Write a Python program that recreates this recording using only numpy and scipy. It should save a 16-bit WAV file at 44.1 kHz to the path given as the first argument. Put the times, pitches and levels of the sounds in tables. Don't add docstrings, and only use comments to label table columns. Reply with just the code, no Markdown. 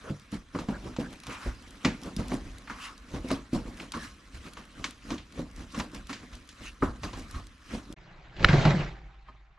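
import sys
import numpy as np
from scipy import signal
from scipy.fft import rfft, irfft
from scipy.io import wavfile
from scipy.ndimage import uniform_filter1d

SR = 44100
rng = np.random.default_rng(int(sys.argv[2]) if len(sys.argv) > 2 else 0)


def decibels_to_gain(level_db):
    exponent = np.asarray(level_db, float) / 20
    return 10 ** exponent


def generate_wav(signal):
    frames = np.transpose(np.atleast_2d(signal))
    scaled = np.clip(frames, -1, 1) * 32767
    pcm = np.round(scaled).astype(np.int16)
    wavfile.write(sys.argv[1], SR, pcm)


N = 422478
CUT_START_S, CUT_END_S = 7.944, 7.962
RELEASE_S = 8.66

# hz, level_db_per_hz
SNAP_SPECTRA = [
    [(290, -31.5), (500, -5.5), (1140, -8), (1580, -12.5), (2390, -12.5), (7000, -23.5), (15000, -72.5)],
    [(410, -41), (700, -15), (1480, -11.5), (4470, -20.5), (7730, -39), (12000, -86.5), (15600, -118)],
]


def unit(x):
    return x / np.sqrt(np.mean(x ** 2) + 1e-20)


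def along(points, hz):
    f, v = np.transpose(points)
    return np.interp(np.log(hz + 1), np.log(f + 1), v)


def causal(x, gain):
    m = 8192
    cepstrum = irfft(np.log(gain(np.fft.rfftfreq(m, 1 / SR)) + 1e-6), m)
    cepstrum[1:m // 2] *= 2
    cepstrum[m // 2 + 1:] = 0
    kernel = irfft(np.exp(rfft(cepstrum)), m)[:m // 2]
    kernel = kernel.reshape((1,) * (x.ndim - 1) + (-1,))
    return signal.oaconvolve(x, kernel, axes=-1)[..., :x.shape[-1]]


def ringing(modes, t):
    return sum(decibels_to_gain(db - 60 * t / t60_s) * np.sin(2 * np.pi * hz * t) for hz, db, t60_s in modes)


def grit(n, rate_hz, spread_db, share, patchy_db):
    slips = (rng.random((2, n)) < rate_hz / SR) * rng.choice([-1, 1], (2, n))
    size_db = spread_db * np.clip(rng.standard_normal((2, n)), -2, 2)
    slips = unit(slips * decibels_to_gain(size_db))
    share = np.clip(share, 0, 1)
    friction = np.sqrt(share) * slips + np.sqrt(1 - share) * rng.standard_normal((2, n))
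    z = signal.stft(friction, nperseg=512)[2]
    patches = uniform_filter1d(rng.standard_normal(z.shape[1:]), size=8, axis=0)
    patches = uniform_filter1d(patches, size=4, axis=1)
    return signal.istft(z * decibels_to_gain(patchy_db * unit(patches)), nperseg=512)[1][:, :n]


def stereo(pair, spectrum):
    # hz, correlation
    likeness = [(60, 0.98), (250, 0.99), (600, 0.86), (2000, 0.54), (8000, .9), (13000, 0.79)]
    turn = lambda hz: np.arccos(np.clip(along(likeness, hz), 0, 1)) / 2
    mid = causal(pair[0], lambda hz: decibels_to_gain(along(spectrum, hz)) * np.cos(turn(hz)))
    side = causal(pair[1], lambda hz: decibels_to_gain(along(spectrum, hz)) * np.sin(turn(hz)))
    return unit(np.array([mid + side, mid - side]))


def garage(x):
    # hz, t60_s
    decay = [(200, 0.34), (2000, 0.24), (10000, 0.11)]
    hz, t, z = signal.stft(rng.standard_normal((2, SR // 2)), SR, nperseg=256)
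    tail = signal.istft(z * decibels_to_gain(-60 * t / along(decay, hz)[:, None]), SR, nperseg=256)[1]
    delayed = np.pad(x, (200, 0))[None]
    return signal.fftconvolve(delayed, tail / np.linalg.norm(tail[0]), axes=1)[:, :N]


def sheet():
    # hz, level_db, t60_s
    body_modes = [(50.7, -39, 3), (157, -23, 0.59)]
    bracket_mode = (786, -54, 2.2)
    t = np.maximum(np.arange(N) / SR - RELEASE_S, 0)
    return ringing(body_modes + [bracket_mode], t) * (1 - np.exp(-t / 0.051))


def thumps():
    # start_s, peak_db, pitch_hz
    pushes = [(.881, -39, 137), (1.462, -29.5, 62), (1.849, -29, 130), (3.144, -35, 91), (3.323, -35, 116),
              (4.374, -39, 73), (4.801, -45, 78), (5.38, -35, 73), (5.575, -40, 62), (5.787, -36, 73),
              (6.32, -44, 65), (6.609, -46, 75), (6.818, -29.5, 85), (7.015, -35, 130), (7.13, -34, 90),
              (7.34, -31, 72), (7.892, -45, 67), (8.415, -26, 116), (8.458, -18, 112), (8.5, -20, 95)]
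    decay_cycles, rise_s = 11, 0.005
    out, t = np.zeros(N + SR), np.arange(SR // 3) / SR
    for s, db, hz in pushes:
        swing = decibels_to_gain(db + 3 - 60 * t * hz / decay_cycles) * np.sin(2 * np.pi * hz * t)
        out[round(s * SR):][:len(t)] += swing * (1 - np.exp(-t / rise_s))
    return out[:N]


def ticks():
    # start_s, peak_db
    dirt_grains = [(0.197, -47), (0.3187, -41.5), (0.3436, -41), (1.1064, -49), (1.1276, -41), (1.1364, -44),
                   (1.1574, -51), (1.2012, -40), (1.2351, -42), (1.268, -38), (1.2965, -44), (1.5494, -51),
                   (1.6237, -47), (1.6826, -50), (1.7075, -43), (2.0163, -45), (2.0343, -38.5), (2.0582, -43),
                   (2.1647, -31), (2.2825, -36), (2.3414, -34), (2.5835, -40), (2.9786, -43), (3.286, -35.5),
                   (3.3149, -28), (3.5339, -37), (3.7728, -45), (3.9206, -30), (3.9719, -41), (4.5346, -38),
                   (4.6533, -47), (4.9082, -37), (5.3238, -44), (5.5129, -49), (5.5623, -44), (5.7227, -43),
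                   (5.7892, -34.5), (5.9469, -36), (6.0703, -40), (6.353, -43), (6.4752, -48), (6.4903, -41),
                   (7.195, -40), (7.311, -37.5), (7.4689, -42), (7.9256, -40),
                   (1.7549, -52), (4.81, -56), (4.9804, -58), (5.8844, -58), (5.9165, -49), (6.3794, -61),
            (6.3994, -57), (6.4532, -58), (6.5156, -51), (6.5274, -52)]
    # hz, level_db_per_hz
    spectrum = [(1000, -28.5), (3000, 1), (7000, -4), (8600, -7), (10000, -3), (11200, -11), (14500, -26),
                (16000, -50)]
    grains = dirt_grains
    out, t = np.zeros((2, N + SR)), np.arange(SR // 50) / SR
    noise = rng.standard_normal((len(grains), 2, len(t)))
    noise = unit(causal(noise, lambda hz: decibels_to_gain(along(spectrum, hz))))
    for (s, db), pair in zip(grains, noise):
        tick = decibels_to_gain(db - 5.0 - 60 * t / 0.016) * (pair[0] + 0.45 * pair)
        out[:, round(s * SR):][:, :len(t)] += tick
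    return out[:, :N]


def scrapes():
    # start_s, end_s, level_db, resonance_hz, width_hz
    strokes = [(.72, 0.775, -46, 1500, 450), (1.022, 1.085, -49, 1530, 350),
               (1.29, 1.385, -47.5, 2530, 1000), (1.285, 1.39, -45.5, 1180, 600),
               (1.39, 1.53, -46, 1340, 1100), (2.8, 2.89, -47, 2750, 570), (2.7, 2.722, -43, 1020, 300),
               (.035, .115, -49.5, 1340, 650), (.04, .15, -47.5, 490, 250), (7.3, 7.42, -53, 1140, 180),
               (7.04, 7.1, -51, 1110, 300), (2.675, 2.955, -51, 1200, 480), (3.935, 3.99, -38.5, 1090, 150),
               (3.977, 4.07, -49, 1720, 200), (6.63, 6.71, -49, 2710, 640)]
    out = np.zeros((2, N))
    for start, end, db, centre_hz, width_hz in strokes:
        n = round((end - start) * SR)
        resonance = lambda hz: 1 / (1 + (2 * (hz - centre_hz) / width_hz) ** 2)
        slips = grit(SR // 3, rate_hz=450, spread_db=4, share=0.3, patchy_db=1.5)
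        tone = unit(causal(slips, resonance))[:, :n]
        swell = np.sin(np.pi * np.arange(n) / n) ** 0.39
        pair = tone[0] + 0.33 * tone[1] * np.array([[1], [-1]])
        out[:, round(start * SR):][:, :n] += decibels_to_gain(db) * swell * pair
    return out


def taps():
    # start_s, level_db
    touches = [
        (9.282, -44),
        (9.345, -58),
        (9.572, -56),
        (9.138, -60),
    ]
    # hz, level_db, t60_s
    trim_modes = [(614, -8, .07), (850, -14, .05), (960, -5, .06), (1066, 1, .06), (1235, 2, .06),
                  (1766, -10, 0.054), (2110, -14, .04), (3149, -11, .05), (4070, -13, .04)]
    rise_s = 0.006
    out, t = np.zeros(N + SR), np.arange(SR // 5) / SR
    hz, level_db, t60_s = np.transpose(trim_modes)[..., None]
    phases = rng.random((len(touches), len(trim_modes), 1))
    for (s, db), phase in zip(touches, phases):
        ring = decibels_to_gain(level_db - 60 * t / t60_s) * np.sin(2 * np.pi * (hz * t + phase))
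        out[round(s * SR):][:len(t)] += decibels_to_gain(db + 8) * ring.sum(axis=0) * (1 - np.exp(-t / rise_s)) ** 2
    return out[:N]


def band_gains(t):
    # peak_s, flex_db, rub_db, rumble_db
    sharp_swells = [(.335, -41, -46, -39.5), (.56, -33, -49, -50), (.705, -32, -52, -40), (1.0, -32, -46, -45),
                    (1.285, -39.5, -60, -49), (1.468, -39, -46.5, -33), (1.858, -26, -42.5, -39),
                    (2.195, -30.5, -45.5, -37.5), (2.705, -46.5, -49, -50), (3.55, -29, -42.5, -32.5),
                    (3.95, -38.5, -45.5, -43.5), (4.35, -49, -50, -42.5), (4.852, -44, -44, -57),
                    (5.95, -40.5, -47, -40), (6.105, -41.5, -45, -56), (6.61, -47.5, -73, -52),
                    (6.835, -27, -45, -32), (7.045, -36.5, -44, -36.5), (9.29, -57, -58, -58.5)]
    # peak_s, flex_db, rub_db, rumble_db
    slow_swells = [(.1, -41.5, -52, -65), (.61, -38.5, -50.5, -43), (.87, -36.5, -51, -43), (1.13, -46, -54, -50),
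                   (1.33, -58, -44.5, -50), (1.44, -60, -47, -60), (2.07, -36.5, -50.5, -52),
                   (2.335, -31.5, -45, -39), (2.47, -46.5, -56, -38.5), (2.85, -73, -42, -67),
                   (3.16, -34.5, -49, -38), (3.33, -31.5, -43, -41), (3.69, -40, -52.5, -45),
                   (3.82, -40.5, -47.5, -65), (4.05, -53.5, -43.5, -48.5), (4.47, -46, -50, -52),
                   (4.59, -48, -54.5, -63), (4.8, -45, -54, -47), (5.12, -35, -45.5, -42), (5.4, -35.5, -49, -45),
                   (5.61, -42, -50.5, -42), (5.8, -33, -42.5, -44), (6.235, -47, -56.5, -51),
                   (6.35, -49.5, -54, -44.5), (6.66, -54, -46.5, -48), (7.19, -42, -48.5, -38),
                   (7.37, -45.5, -49.5, -37.5), (7.75, -36.5, -44.5, -41), (7.92, -46, -60, -45)]
    # peak_s, flex_db, rub_db, rumble_db
    heaves = [
        (8.445, -25, -34.5, -25.5),
        (8.55, -21.5, -22.5, -30.5),
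        (8.665, -22, -28, -29.5),
        (8.8, -54.5, -37, -42),
    ]
    # time_s, level_db
    resting_level = [(0, -58), (.5, -65), (.75, -58), (1.2, -61), (1.7, -58), (2.6, -58), (3.05, -60.5),
                     (3.7, -61.5), (4.2, -61.5), (4.7, -60.5), (5.0, -63), (6.0, -61.5), (6.8, -62), (7.25, -58),
                     (7.6, -63.5), (8.05, -59), (9.1, -60), (9.55, -65.5)]
    sharp_rise_db_s, slow_rise_db_s, heave_rise_db_s = (1140, 550, 740), (295, 156, 180), (330, 244, 350)
    let_go_db_s, heave_let_go_db_s = (199, 222, 125), (100, 124, 75)
    rest_db, rest_growth = np.array([-58, -58.5, -57]), np.array([1.6, 1.2, 0.8])
    loose_db = np.array([-8.5, -3.5, 1.5])

    steps = np.arange(0, N / SR + 0.01, 0.001)[:, None]
    raised_db = np.interp(steps, *np.transpose(resting_level)) + 60
    power = decibels_to_gain(2 * (rest_db + (steps > RELEASE_S) * loose_db + rest_growth * raised_db))
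    for tugs, rise, fall in (
            (sharp_swells, sharp_rise_db_s, let_go_db_s),
            (slow_swells, slow_rise_db_s, let_go_db_s),
            (heaves, heave_rise_db_s, heave_let_go_db_s)):
        for s, *db in tugs:
            below_db = np.maximum((s - steps) * rise, (steps - s) * fall)
            power = power + decibels_to_gain(2 * (db - below_db))
    flex, rub, rumble = (np.interp(t, steps[:, 0], np.sqrt(p)) for p in power.T)
    return rumble, flex, rub


def handling():
    # hz, level_db_per_hz
    rumble_spectra = [
        [(12, -45), (20, -8), (48, 6.5), (107, -9.5), (120, -6), (160, -49.5), (260, -120)],
        [(12, -40.5), (20, -3.5), (54, -4), (68, -10.5), (81, -37), (120, -16), (160, -46), (260, -120)],
    ]
    flex_spectra = [
        [(53, -34.5), (90, -8), (108, -12.5), (263, -2.5), (435, -18.5), (480, -14), (620, -41), (1060, -120)],
        [(53, -45.5), (90, -9.5), (138, -0.5), (242, -18.5), (355, -12), (450, -19.5), (620, -51), (1060, -120)],
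    ]
    creak_spectra = [
        [(240, -16.5), (400, -18), (539, -1.5), (841, -7), (1050, -6.5), (1360, -24.5), (2310, -120)],
        [(240, -37.5), (400, -24.5), (516, 0.5), (798, -6), (1050, -19.5), (1360, -32.5), (2310, -120)],
    ]
    rub_spectra = [
        [(530, -47), (900, -18), (1070, -4.5), (1310, -5), (4000, -12.5), (5200, -33), (8800, -120)],
        [(430, -30.5), (620, -5.5), (1340, -6), (2160, -6), (2870, -12), (4000, -20), (5200, -39), (8800, -120)],
    ]
    fizz_spectra = [
        [(2290, -45.5), (3900, 1.5), (5880, -2.5), (8270, -9.5), (10100, -10.5), (13900, -27), (15000, -50.5)],
        [(2290, -24), (3900, -5.5), (7150, -15.5), (8430, -29), (8970, -41), (12000, -69.5), (15600, -99)],
    ]
    # creak_db, fizz_db
    shares_db = [
        (-0.5, 1),
        (-2, -8.5),
    ]
    out = np.zeros((2, N))
    bounds = (0, round(CUT_END_S * SR), N)
    for part in range(2):
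        first, last = bounds[part:part + 2]
        n = last - first
        rumble, flex, rub = band_gains(np.arange(first, last) / SR)
        creak_share, fizz_share = decibels_to_gain(shares_db[part])
        rub = np.minimum(rub, decibels_to_gain(-32.5))
        creak = creak_share * flex ** 0.93 * rub ** 0.24
        fizz = fizz_share * rub ** 1.104
        body = grit(n, rate_hz=60, spread_db=2, share=0.15, patchy_db=0.8)
        hollow = grit(n, rate_hz=120, spread_db=1, share=0.44, patchy_db=0.5)
        joint = grit(n, rate_hz=250, spread_db=2.5, share=0.46, patchy_db=1.0)
        skin = grit(n, rate_hz=500, spread_db=4.5, share=0.24, patchy_db=2.5)
        out[:, first:last] = (
            rumble * stereo(body, rumble_spectra[part])
            + flex * stereo(hollow, flex_spectra[part])
            + creak * stereo(joint, creak_spectra[part])
            + rub * stereo(skin, rub_spectra[part])
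            + fizz * stereo(skin, fizz_spectra[part]))
    return out


def knocks():
    # start_s, peak_db, pitch_hz
    panel_hits = [(0.104, -26.5, 145), (0.327, -26.5, 215), (0.548, -25.5, 260), (0.687, -20, 210),
                  (0.986, -20.5, 225), (1.46, -30, 251), (1.853, -16, 260.5), (2.168, -30, 173),
                  (2.319, -22, 256), (3.139, -32.5, 190), (3.245, -29, 260), (3.313, -18.5, 274),
                  (3.531, -18, 250), (9.29, -50, 264), (3.965, -29, 239), (5.115, -25.5, 240),
                  (5.393, -23.5, 249), (5.777, -27.5, 228.5), (5.933, -36, 279), (6.101, -33.5, 277),
                  (1.888, -28.5, 175.5), (6.826, -15.5, 275), (8.491, -14, 145), (8.672, -19, 160),
                  (7.736, -26, 208), (7.902, -36, 262), (8.405, -26.5, 170), (8.532, -11.5, 144),
                  (8.581, -18, 133), (8.653, -8.5, 149), (8.536, -15, 330), (8.655, -19.5, 370),
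                  (8.43, -27, 520), (8.74, -21, 145), (8.795, -26, 150), (.59, -28, 250), (.35, -33.5, 180),
                  (7.175, -33, 262), (7.045, -33, 303), (2.195, -33, 250), (5.14, -30, 260)]
    # start_s, peak_db, pitch_hz
    edge_pings = [(0.327, -45, 415), (0.554, -32, 530), (0.589, -33, 404), (0.726, -33, 570),
                  (0.856, -35, 401), (1.461, -38, 420), (1.854, -26, 703), (2.061, -32, 401),
                  (2.196, -36, 563), (2.321, -30, 458), (3.146, -35, 487), (3.26, -35, 479),
                  (3.314, -27, 492), (3.532, -32, 659), (3.667, -36, 490), (3.799, -38, 501),
                  (4.573, -42, 476), (5.109, -33, 552), (5.376, -32, 484), (5.746, -36, 495),
                  (6.825, -23, 484), (7.034, -30, 592), (7.071, -35, 708), (7.132, -35, 498),
                  (7.398, -41, 700)]
    punch, punch_cycles = 0.9, 1.3
    out, t = np.zeros(N + SR), np.arange(SR // 5) / SR
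    jolts = panel_hits + [(s, db - 3, hz) for s, db, hz in edge_pings]
    luck = rng.standard_normal((len(jolts), 8))
    varies = np.array([0, 1, 1, 1])
    for (s, db, hz), chance in zip(jolts, luck):
        ratios = np.array([1, 0.72, 1.295, 2.1]) * (1 + 0.066 * chance[:4] * varies)
        levels_db = np.array([5.0, -6.5, -1.0, -5.0]) + 4.2 * chance[4:] * varies
        modes_hz = hz * ratios[:, None]
        decay = decibels_to_gain(levels_db[:, None] - 60 * t * modes_hz / 28)
        ring = (decay * np.sin(2 * np.pi * modes_hz * t)).sum(axis=0)
        onset = 1 - np.exp(-t / 0.0022)
        if s < CUT_START_S:
            onset = onset * (1 + punch * np.exp(-t * hz / punch_cycles))
        out[round(s * SR):][:len(t)] += decibels_to_gain(db - 6) * ring * onset
    return out[:N]


def cracks():
    # start_s, peak_db, centre_hz, brightness_db, tail_db
    splits = [(0.588, -26.5, 1060, -11, -1), (0.964, -28, 900, -6, -19), (1.235, -36, 1120, -5, -20),
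              (1.268, -30.5, 1170, -11, -4), (1.848, -13.5, 1880, -13.5, 1.5), (2.164, -34, 5200, -1, -2),
              (2.318, -22.5, 920, -24, -12), (3.799, -30, 2370, -23, -22), (3.92, -36, 1040, 2, 0),
              (4.842, -17, 1430, -4.5, -4.5), (5.18, -37, 3770, -28, 5.5), (5.799, -22, 1070, -13, -5),
              (6.129, -29.5, 1720, -7.5, 7), (8.365, -40.5, 2900, -17, 6), (8.395, -31, 1770, -11, -13),
              (8.532, -22, 870, -13, 4), (8.652, -14.5, 900, -14, -3), (8.428, -25, 1800, -11, -6),
              (2.674, -37, 1700, -23, 2)]
    # start_s, peak_db, centre_hz, brightness_db
    rattles = [(0.327, -47, 1450, -8), (0.548, -30, 1350, -31), (0.686, -32, 805, -19),
               (2.698, -28.5, 1540, -26), (3.144, -35, 875, -12.5), (3.304, -25, 1200, -14.5),
               (3.529, -41, 975, 0), (3.937, -30, 1400, -22), (4.569, -36, 1110, -14),
               (5.104, -29, 1090, -9), (5.745, -32.5, 1110, -10), (6.094, -31.5, 1230, -12.5),
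               (6.33, -44, 1260, -2), (6.49, -43.5, 1690, 5), (6.823, -19.5, 1320, -60),
               (7.033, -30.5, 1070, -9), (7.132, -34.5, 970, -12), (7.346, -37.5, 1220, -19),
               (8.486, -18, 1625, -13.5)]
    rattle_tail_db = 7.5
    spike_share = 0.6
    out, t = np.zeros((2, N + SR)), np.arange(SR // 5) / SR
    clips = [*splits, *([*row, rattle_tail_db] for row in rattles)]
    luck = rng.standard_normal((len(clips), 3, len(t)))
    impulse = -1.0 * (t == t[30])
    for (s, db, centre_hz, bright_db, tail_db), noise in zip(clips, luck):
        spectrum = SNAP_SPECTRA[int(s > CUT_END_S)]
        treble_db = lambda hz: (bright_db + 15.0) / (1 + (2600 / (hz + 1)) ** 4)
        peak = lambda hz: 0.7 + 1 / (1 + (np.log2((hz + 1) / centre_hz) / 0.38) ** 2)
        low_cut = lambda hz: 1 / (1 + (0.56 * centre_hz / (hz + 1)) ** 4)
        colour = lambda hz: decibels_to_gain(along(spectrum, hz) + treble_db(hz)) * peak(hz) * low_cut(hz)
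        *tone, spike = causal(np.vstack([noise, impulse]), colour)
        tone = unit(np.array(tone))
        burst = tone[0] * decibels_to_gain(-60 * t / 0.042) * (1 - np.exp(-t / 0.0008)) ** 2
        tail = 0.64 * tone[0] + 0.47 * tone[1:]
        tail = tail * decibels_to_gain(tail_db - 14 - 60 * t / 0.29) * (1 - np.exp(-t / 0.0011))
        crack = burst / np.abs(burst).max() + spike_share * spike / np.abs(spike).max() + tail
        out[:, round((s - 0.0006) * SR):][:, :len(t)] += decibels_to_gain(db - 3.0) * crack
    return out[:, :N]


def last_clip():
    # hz, level_db, t60_s
    clip_modes = [(560, -15, 0.026), (855, -17, 0.018), (1430, 3, 0.013), (1700, 4, 0.011),
                  (2200, -3, 0.013), (2945, -6, 0.013), (3520, -13, .012), (3980, -8, 0.015),
                  (5130, -20, .012)]
    start_s, level_db, dull_hz = 8.4449, 2.3, 12500
    out, t = np.zeros((2, N)), np.arange(SR // 5) / SR
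    ring = ringing(clip_modes, t)
    crack = causal(rng.standard_normal((2, len(t))), lambda hz: decibels_to_gain(along(SNAP_SPECTRA[1], hz)))
    crack = unit(crack) * decibels_to_gain(-11 - 60 * t / 0.026)
    sides = decibels_to_gain(level_db + np.array([[-0.7], [0.7]]))
    snap = sides * (ring + 0.6 * crack[0] + 0.4 * crack) * (1 - np.exp(-t / 0.0008)) ** 2
    snap = snap / (1 + np.abs(snap) ** 6) ** (1 / 6)
    snap = causal(snap, lambda hz: 1 / (1 + (hz / dull_hz) ** 8.5))
    out[:, round(start_s * SR):][:, :len(t)] = snap
    return out


def scene():
    jolts = knocks() + taps()
    background = decibels_to_gain(-34.5) * garage(jolts) + sheet() + thumps()
    hands = handling() + scrapes() + ticks()
    return background + hands + jolts + cracks() + last_clip()


def top_cut(x):
    return signal.sosfilt(signal.butter(12, 15670, fs=SR, output="sos"), x)


def record(dry):
    # hz, left_over_right_db
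    ports = [(200, -.5), (3000, 0), (8000, -1), (13000, 3.5)]
    t = np.arange(N) / SR
    gate = np.clip(np.maximum(CUT_START_S - t, t - CUT_END_S) / 0.0061, 0, 1)
    left = causal(np.roll(dry[0], shift=1), lambda hz: decibels_to_gain(along(ports, hz) / 2))
    right = causal(dry[1], lambda hz: decibels_to_gain(-along(ports, hz) / 2))
    mix = np.clip(np.array([left, right]) * gate, -1, 1)
    return top_cut(mix)


dry = scene()
out = record(dry)
generate_wav(out)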